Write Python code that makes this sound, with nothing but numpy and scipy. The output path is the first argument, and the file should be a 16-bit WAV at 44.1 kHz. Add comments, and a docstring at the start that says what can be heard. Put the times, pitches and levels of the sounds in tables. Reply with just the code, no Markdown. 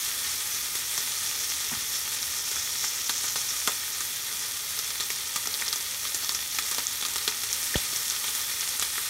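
"""Bacon in a hot oiled pan, close to a mono microphone in a small kitchen. From the start, tiny steam
bubbles fizz and larger ones crackle, ringing the pan over a low room hum. Within the first second, drops
of water begin to pop and spray fat. Chopsticks then move the strips, with soft bumps near 1 and 1.7 s
and a few later scrapes. From about 5 s the pops come thicker, and near 7.8 s a scrape ends in one dull
thump while the frying carries on."""
import sys
import numpy as np
from scipy import signal
from scipy.fft import rfft, irfft, next_fast_len
from scipy.io import wavfile
from scipy.ndimage import map_coordinates

SR = 44100
rng = np.random.default_rng(int(sys.argv[2]) if len(sys.argv) > 2 else 0)


def log_audio(samples):
    """Write samples as a 16-bit WAV file to the path given in sys.argv[1]."""
    # one column per channel
    frames = np.atleast_2d(samples).T
    # limit to full scale, then quantise
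    limited = np.clip(frames, -1, 1)
    pcm = np.round(limited * 32767).astype(np.int16)
    wavfile.write(sys.argv[1], SR, pcm)


N = 400869

# How hard the bacon fries. Each row: time in seconds, frying and bubbling strength in relative dB.
HEAT_CURVES = [(0, -33.5, -35.3), (0.75, -34.5, -35.5), (1.4, -34.5, -33.5), (2.05, -35, -35),
               (2.45, -35.5, -34), (3.1, -36, -33), (3.35, -34.5, -33.5), (3.62, -34.5, -33.5),
               (3.76, -35.5, -36.5), (5.35, -36.5, -37), (6.45, -36, -36.5), (6.75, -35, -34.5),
               (7.05, -36, -38), (7.45, -35, -35.8), (7.65, -34, -34.2), (8.3, -34, -35.5),
               (9.09, -34.5, -37.5)]
# Resonances of the pan. Each row: frequency in Hz, width in Hz, lift in dB.
PAN_MODES = [(432, 44, 8), (529, 13, 6), (838, 56, 8.5), (933, 78, 6), (1248, 183, 8), (1479, 25, 5.5),
             (1868, 190, 7.5), (2124, 123, 4.5), (2403, 190, 4.5), (2770, 72, 3.5), (3170, 106, 3.5),
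             (3428, 230, 6), (3620, 140, 1.5), (3970, 360, 2.5), (4460, 99, 4.5)]
# Tone colours as heard at the microphone. Each row: frequency in Hz, relative level in dB.
MIST_SPECTRUM = [(3000, -25), (8000, -18), (10400, -6), (11200, 0.5), (13000, 1), (15700, -4)]  # the finest spatter
FIZZ_SPECTRUM = [(300, -30.5), (1500, -12), (4000, -8), (7500, -2), (8600, 0.5), (9900, 0.5), (10450, -6.5),
                 (11100, -2.5), (15700, -22.5)]
BUBBLING_SPECTRUM = [(1500, -21.5), (4000, -10.5), (4900, -5), (5250, 2.5), (5600, 4.5), (6300, 3.5),
                     (7100, -0.5), (7800, -6), (11000, -25)]
SIMMER_SPECTRUM = [(100, -23.5), (250, -6.5), (600, -12), (730, -16), (820, -12), (1200, -4.5), (2300, -2),
                   (2950, -1.5), (3300, 1.5), (4400, 2.5), (5500, -1), (9000, -38)]
BOWL_SPECTRUM = [(300, -4), (1500, -1), (2200, -0.5), (4000, -0.5), (4800, -0.5), (5400, 5), (6700, 5),
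                 (7800, 3), (15000, -1)]  # how the shallow pan passes a burst on
HUM_SPECTRUM = [(20, -27), (40, -7), (55, -2), (73, 5), (95, 0), (130, -1.5), (200, -11), (320, -14),
                (700, -11.5), (2000, -60)]
SPRAY_SPECTRUM = [(300, -7), (730, -14.5), (1200, 0), (2900, -3.5), (3500, -0.5), (4800, -1), (5600, 3.5),
                  (6800, 3.5), (8000, 0), (10400, -2), (11500, 2.5), (15500, -20)]
KNOCK_SPECTRUM = [(50, -42), (150, -4), (330, 3), (600, -2), (730, -6), (1000, -0.5), (1400, 2),
                  (2500, -47), (6000, -33)]
# The kitchen's reverberation. Each row: frequency in Hz, seconds to fade by 60 dB.
ROOM_DECAY = [(150, 0.26), (1500, 0.19), (6000, 0.14), (14000, 0.2)]
# The loudest drops bursting in the fat. Each row: start in seconds, energy in dB before the pan colours
# it, pitch in Hz, share thrown as spray from 0 to 1, knock on the pan in dB relative to the pop.
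LOUD_DROPS = [(0.7534, -3.5, 6000, 0.9, -16), (0.978, -3.5, 6000, .7, -10), (2.2288, -5, 5200, 0.5, -31),
              (2.5144, -6, 6500, 0.95, -9.5), (2.5651, -12.5, 1570, .4, -8),
              (2.8423, -9.5, 2000, 0.5, -1.5), (3.095, 0, 3730, 0.8, -9.5), (3.242, -5, 7000, 1, -26),
              (3.359, -2.5, 4800, 0.86, -11), (3.6747, 2.5, 3600, 0.97, -14), (4.007, -6, 6200, 0.7, -11),
              (4.7901, -3, 5600, 0.63, -22), (5.0063, -1.5, 4100, 0.56, -15.5),
              (5.1035, -3.5, 2660, 0.66, -15), (5.36, -0.5, 6850, 0.85, -22), (5.4569, -6.5, 6500, 1, -11),
              (5.4731, -3.5, 5900, .3, -11), (5.5411, -3.5, 4500, 0, -23), (5.622, -5.5, 2090, 0.4, -10),
              (5.681, -4, 5350, .4, -17), (5.7282, 1, 4500, 0.5, -36), (6.052, -6.5, 3300, 0.65, -11),
              (6.147, -3, 7500, .75, -19), (6.2465, -8, 5800, 0, -18), (6.2932, 0, 4670, 0.38, -14),
              (6.3486, -2.5, 5330, 0.56, -17), (6.5869, 0.5, 2430, .8, -14), (6.7138, -1, 7100, 0.97, -21),
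              (6.7832, -2, 4220, 0.74, -12), (6.869, -2, 6640, 0, -39), (7.0252, -5, 3800, 0.7, -11),
              (7.0511, -2.5, 3900, 0.6, -17), (7.1593, -2, 4400, .9, -10), (7.278, 3.5, 4000, 0.5, -12.5),
              (7.4352, -4.5, 4970, .7, -24), (7.529, -1.5, 6600, 0.26, -32), (7.9615, -3, 6200, .5, -17),
              (8.1001, -4, 6300, 0.1, -30), (8.2421, -6.5, 3300, 0.7, -9), (8.609, -3.5, 5700, 0.35, -32),
              (8.7967, -1, 7100, 0.6, -31), (8.8248, 0.5, 3600, 0.91, -17), (8.98, -6.5, 1800, 0.5, -5.5)]
# Chopsticks tapping and scraping. Each row: start in seconds, energy in dB, centre in Hz,
# width in octaves, seconds to fade by 60 dB.
CHOPSTICK_STROKES = [(.9775, -13.5, 300, 1.2, 0.015), (1.711, -14, 850, 0.34, .09),
                     (1.714, -12.5, 200, 0.48, 0.17), (1.725, -11, 1600, .5, 0.064),
                     (3.095, -7.5, 1380, 0.57, 0.045), (3.675, -2, 1210, 0.52, 0.11),
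                     (3.676, -7.5, 400, 0.8, 0.077), (6.7818, -11, 600, 1.3, 0.03),
                     (7.7418, -1.5, 1930, 0.12, 0.031), (7.757, -1, 3300, .25, 0.033),
                     (7.756, -4, 680, 0.74, 0.026), (7.929, -19, 450, 0.57, 0.02)]
# Dull bumps on pan and stove. Each row: start in seconds, level in dB before the onset is softened,
# pitch in Hz, seconds to fade by 60 dB.
STOVE_BUMPS = [(0.979, -42, 130, 0.046), (1.728, -39, 217, .1), (1.768, -37.5, 90, 0.082),
               (7.755, -9.5, 345, 0.012), (7.757, -18.5, 66.6, 0.047), (7.7582, -13.5, 138, 0.02)]


def amp(db):
    """Decibels to gain."""
    return 10 ** (np.asarray(db) / 20)


def unit_rms(x):
    """Scaled to rms 1."""
    return x / np.sqrt(np.mean(x ** 2) + 1e-20)


def unit_energy(x):
    """Scaled to energy 1."""
    return x / np.sqrt(np.sum(x ** 2) + 1e-20)


def along(points, hz):
    """Rows of frequency and value, read on a log frequency axis."""
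    freqs, values = np.transpose(points)
    return np.interp(np.log(hz + 1), np.log(freqs + 1), values)


def wobble(rate):
    """A smooth random curve, rate knots a second."""
    return map_coordinates(rng.standard_normal(int(N * rate / SR) + 4), [np.arange(N) * rate / SR])


def add(track, start_s, sound):
    """Mix a short sound into a track."""
    part = track[max(round(start_s * SR), 0):][:len(sound)]
    part += sound[:len(part)]


def minimum_phase(db):
    """The complex spectrum of a causal filter with these gains."""
    cepstrum = irfft(np.log(amp(db)))[:len(db) - 1]
    cepstrum[1:] *= 2
    return np.exp(rfft(cepstrum, 2 * len(cepstrum)))


def colour(x, spectrum, modes=(), size=8192):
    """A sound filtered by a broad spectrum that is lifted at its resonances."""
    hz = np.fft.rfftfreq(size, 1 / SR)
    lift_db = sum(lift / (1 + (2 * (hz - centre) / width) ** 2) for centre, width, lift in modes)
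    ring = irfft(minimum_phase(along(spectrum, hz) + lift_db))[:size // 2]
    return signal.fftconvolve(x, unit_energy(ring))[:len(x)]


def around(x, hz, octaves, depth_db):
    """A short sound with only the range around one pitch left strong; energy 1."""
    size = 2 * len(x)
    away = np.log2((np.fft.rfftfreq(size, 1 / SR) + 1) / hz) / octaves
    cut_db = depth_db * away ** 2 / (away ** 2 + depth_db / np.pi)
    return unit_energy(irfft(rfft(x, size) * minimum_phase(-cut_db))[:len(x)])


def ticks(rate, spread_db, size):
    """Random tiny clicks, rate a second, with log-normal sizes."""
    happens = rng.random(size) < rate / SR
    polarity = np.sign(rng.standard_normal(size))
    return happens * polarity * amp(spread_db * np.minimum(rng.standard_normal(size), np.e))


def follow(curve_db, level_db, swing):
    """Gain of a layer that lies at level_db and swings with a control curve."""
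    return amp(level_db + swing * (curve_db - curve_db.mean()))


def boil(spectrum, rate, spread_db, flutter_db, surge_db):
    """A swarm of steam bubbles comes in flurries and rings the pan; rms 1."""
    flurries = amp(flutter_db * wobble(130) + surge_db * wobble(22))
    return unit_rms(colour(ticks(rate, spread_db, size=N) * flurries, spectrum, PAN_MODES))


def sizzle():
    """Four sizes of steam bubble boil off under the strips; the bubbling follows its own curve."""
    times, *curves = np.transpose(HEAT_CURVES)
    frying_db, bubbling_db = [np.interp(np.arange(N) / SR, times, curve) for curve in curves]
    mist = boil(MIST_SPECTRUM, rate=11000, spread_db=4, flutter_db=1.1, surge_db=0.93)
    fizz = boil(FIZZ_SPECTRUM, rate=11000, spread_db=5, flutter_db=0.7, surge_db=1)
    bubbling = boil(BUBBLING_SPECTRUM, rate=6000, spread_db=4.5, flutter_db=1.5, surge_db=1.2)
    simmer = boil(SIMMER_SPECTRUM, rate=5000, spread_db=4, flutter_db=1.2, surge_db=0.86)
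    return (mist * follow(frying_db, level_db=-38, swing=0.84)
            + fizz * follow(frying_db, level_db=-36, swing=1.33)
            + bubbling * follow(bubbling_db, level_db=-36.5, swing=1.47)
            + simmer * follow(frying_db, level_db=-39, swing=0.6))


def bubble_burst(hz, cycles, t):
    """A bursting bubble: its cavity's ring swells for the given cycles and quickly dies."""
    age = t * hz / cycles
    return unit_energy(age ** 2 * np.exp(-2 * age) * np.sin(2 * np.pi * (hz * t + rng.random())))


def crackle(level_db, growth_db, spread_db, pitch_hz, scatter, count=520):
    """Single bubbles snap dryly in the pan, each at its own pitch, harder as the bacon heats."""
    snaps, t = np.zeros(N), np.arange(SR // 200) / SR
    for progress, size, pitch in zip(rng.random(count), *rng.standard_normal((2, count))):
        hz = np.clip(pitch_hz * np.exp(scatter * pitch), 1500, 14000)
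        db = level_db + growth_db * progress + spread_db * min(size, 2)
        add(snaps, progress * N / SR, amp(db) * bubble_burst(hz, cycles=0.5, t=t))
    return colour(snaps, BOWL_SPECTRUM, PAN_MODES)


def room_hum(level_db):
    """The kitchen's steady low rumble, behind the pan."""
    return amp(level_db) * unit_rms(colour(rng.standard_normal(N), HUM_SPECTRUM))


def kitchen_reverb(x):
    """Hob and walls answer 4 ms behind the direct sound; the lows linger longest."""
    hz, t, noise = signal.stft(rng.standard_normal(SR // 3), SR, nperseg=256)
    fade = amp(-60 * t / along(ROOM_DECAY, hz)[:, None])
    _, tail = signal.istft(noise * fade, SR, nperseg=256)
    delayed = np.pad(tail, (SR // 250, 0))
    return signal.fftconvolve(x, unit_energy(delayed))[:len(x)]


def water_pops(drops, cycles, snap_db, spray_t60, knock_t60):
    """A drop flashes to steam: its cavity rings, droplets snap off and patter, the metal is knocked."""
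    bursts, sprays, knocks = np.zeros((3, N))
    t = np.arange(SR // 10) / SR
    for start, db, hz, share, knock_db in drops:
        snap = amp(snap_db) * unit_energy(rng.standard_normal(len(t)) * amp(-60 * t / 0.0015))
        cavity = bubble_burst(hz, cycles, t)
        add(bursts, start - 0.0001, amp(db) * (np.sqrt(1 - share) * cavity + np.sqrt(share) * snap))
        patter = ticks(rate=9000, spread_db=1.9, size=len(t)) * amp(-60 * t / spray_t60)
        # The less a drop sprays, the closer its droplets keep to its pitch.
        spray = around(patter, hz, octaves=0.6, depth_db=2.5 + 15 * (1 - share))
        add(sprays, start + 0.0006, amp(db) * np.sqrt(share) * spray)
        knock = unit_energy(rng.standard_normal(len(t)) * amp(-60 * t / knock_t60))
        add(knocks, start, amp(db + knock_db) * knock)
    return (colour(bursts, BOWL_SPECTRUM, PAN_MODES)
            + colour(sprays, SPRAY_SPECTRUM, PAN_MODES)
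            + colour(knocks, KNOCK_SPECTRUM, PAN_MODES))


def lesser_drops(level_db, spread_db, pitch_hz, scatter, share, knock_db, strays=10):
    """Rows like LOUD_DROPS: most bunch around the loud ones, a few stray once the fat is hot."""
    bunch_chance, lag_s, spread_s, hot_from_s = 0.6, 0.016, 0.03, 4.8
    draws = rng.random((len(LOUD_DROPS), 2))
    bunched = [start + lag_s + spread_s * (2 * offset - 1)
               for (start, *_), (luck, offset) in zip(LOUD_DROPS, draws) if luck < bunch_chance]
    starts = bunched + list(rng.uniform(hot_from_s, N / SR, strays))
    return [(start, level_db + spread_db * size, pitch_hz * np.exp(scatter * pitch), share, knock_db)
            for start, (size, pitch) in zip(starts, rng.uniform(-1.04, 1, (len(starts), 2)))]


def chopstick_scrapes(slips_per_s):
    """Wood catches and slips on the pan in a quickly fading run of tiny ticks."""
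    scrapes, t = np.zeros(N), np.arange(SR // 5) / SR
    for start, db, hz, octaves, t60 in CHOPSTICK_STROKES:
        slips = ticks(slips_per_s, spread_db=2.9, size=len(t)) * amp(-60 * t / t60)
        add(scrapes, start, amp(db) * around(slips, hz, octaves, depth_db=56))
    return scrapes


def stove_bumps(attack_s):
    """Heavily damped contacts on pan and stove while the strips are moved."""
    bumps, t = np.zeros(N), np.arange(SR // 4) / SR
    onset = 1 - np.exp(-t / attack_s)
    for start, db, hz, t60 in STOVE_BUMPS:
        add(bumps, start, amp(db - 60 * t / t60) * np.sin(2 * np.pi * hz * t) * onset)
    return bumps


def scene():
    """The pan up close with the kitchen well behind it, the same in both channels."""
    pan = sizzle() + crackle(level_db=-21, growth_db=2.5, spread_db=4.5, pitch_hz=5800, scatter=0.51)
    pan += chopstick_scrapes(slips_per_s=7000)
    lesser = lesser_drops(level_db=-8.5, spread_db=3, pitch_hz=5400, scatter=0.45,
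                          share=0.48, knock_db=-16.5)
    pan += water_pops(LOUD_DROPS + lesser, cycles=1.4, snap_db=-3.5, spray_t60=0.062, knock_t60=0.022)
    room = amp(-11.5) * kitchen_reverb(pan) + room_hum(level_db=-56.5)
    mono = pan + room + stove_bumps(attack_s=0.001)
    return np.array([mono, mono])


def record(dry):
    """The microphone sheds the deepest bass and keeps nothing above its band limit."""
    low_cut_hz, top_hz = 45, 15780
    thinned = signal.sosfilt(signal.butter(3, low_cut_hz, "high", fs=SR, output="sos"), dry)
    size = next_fast_len(N + SR // 4)
    in_band = np.fft.rfftfreq(size, 1 / SR) < top_hz
    return irfft(rfft(thinned, size) * in_band, size)[:, :N]


dry = scene()
out = record(dry)
log_audio(out)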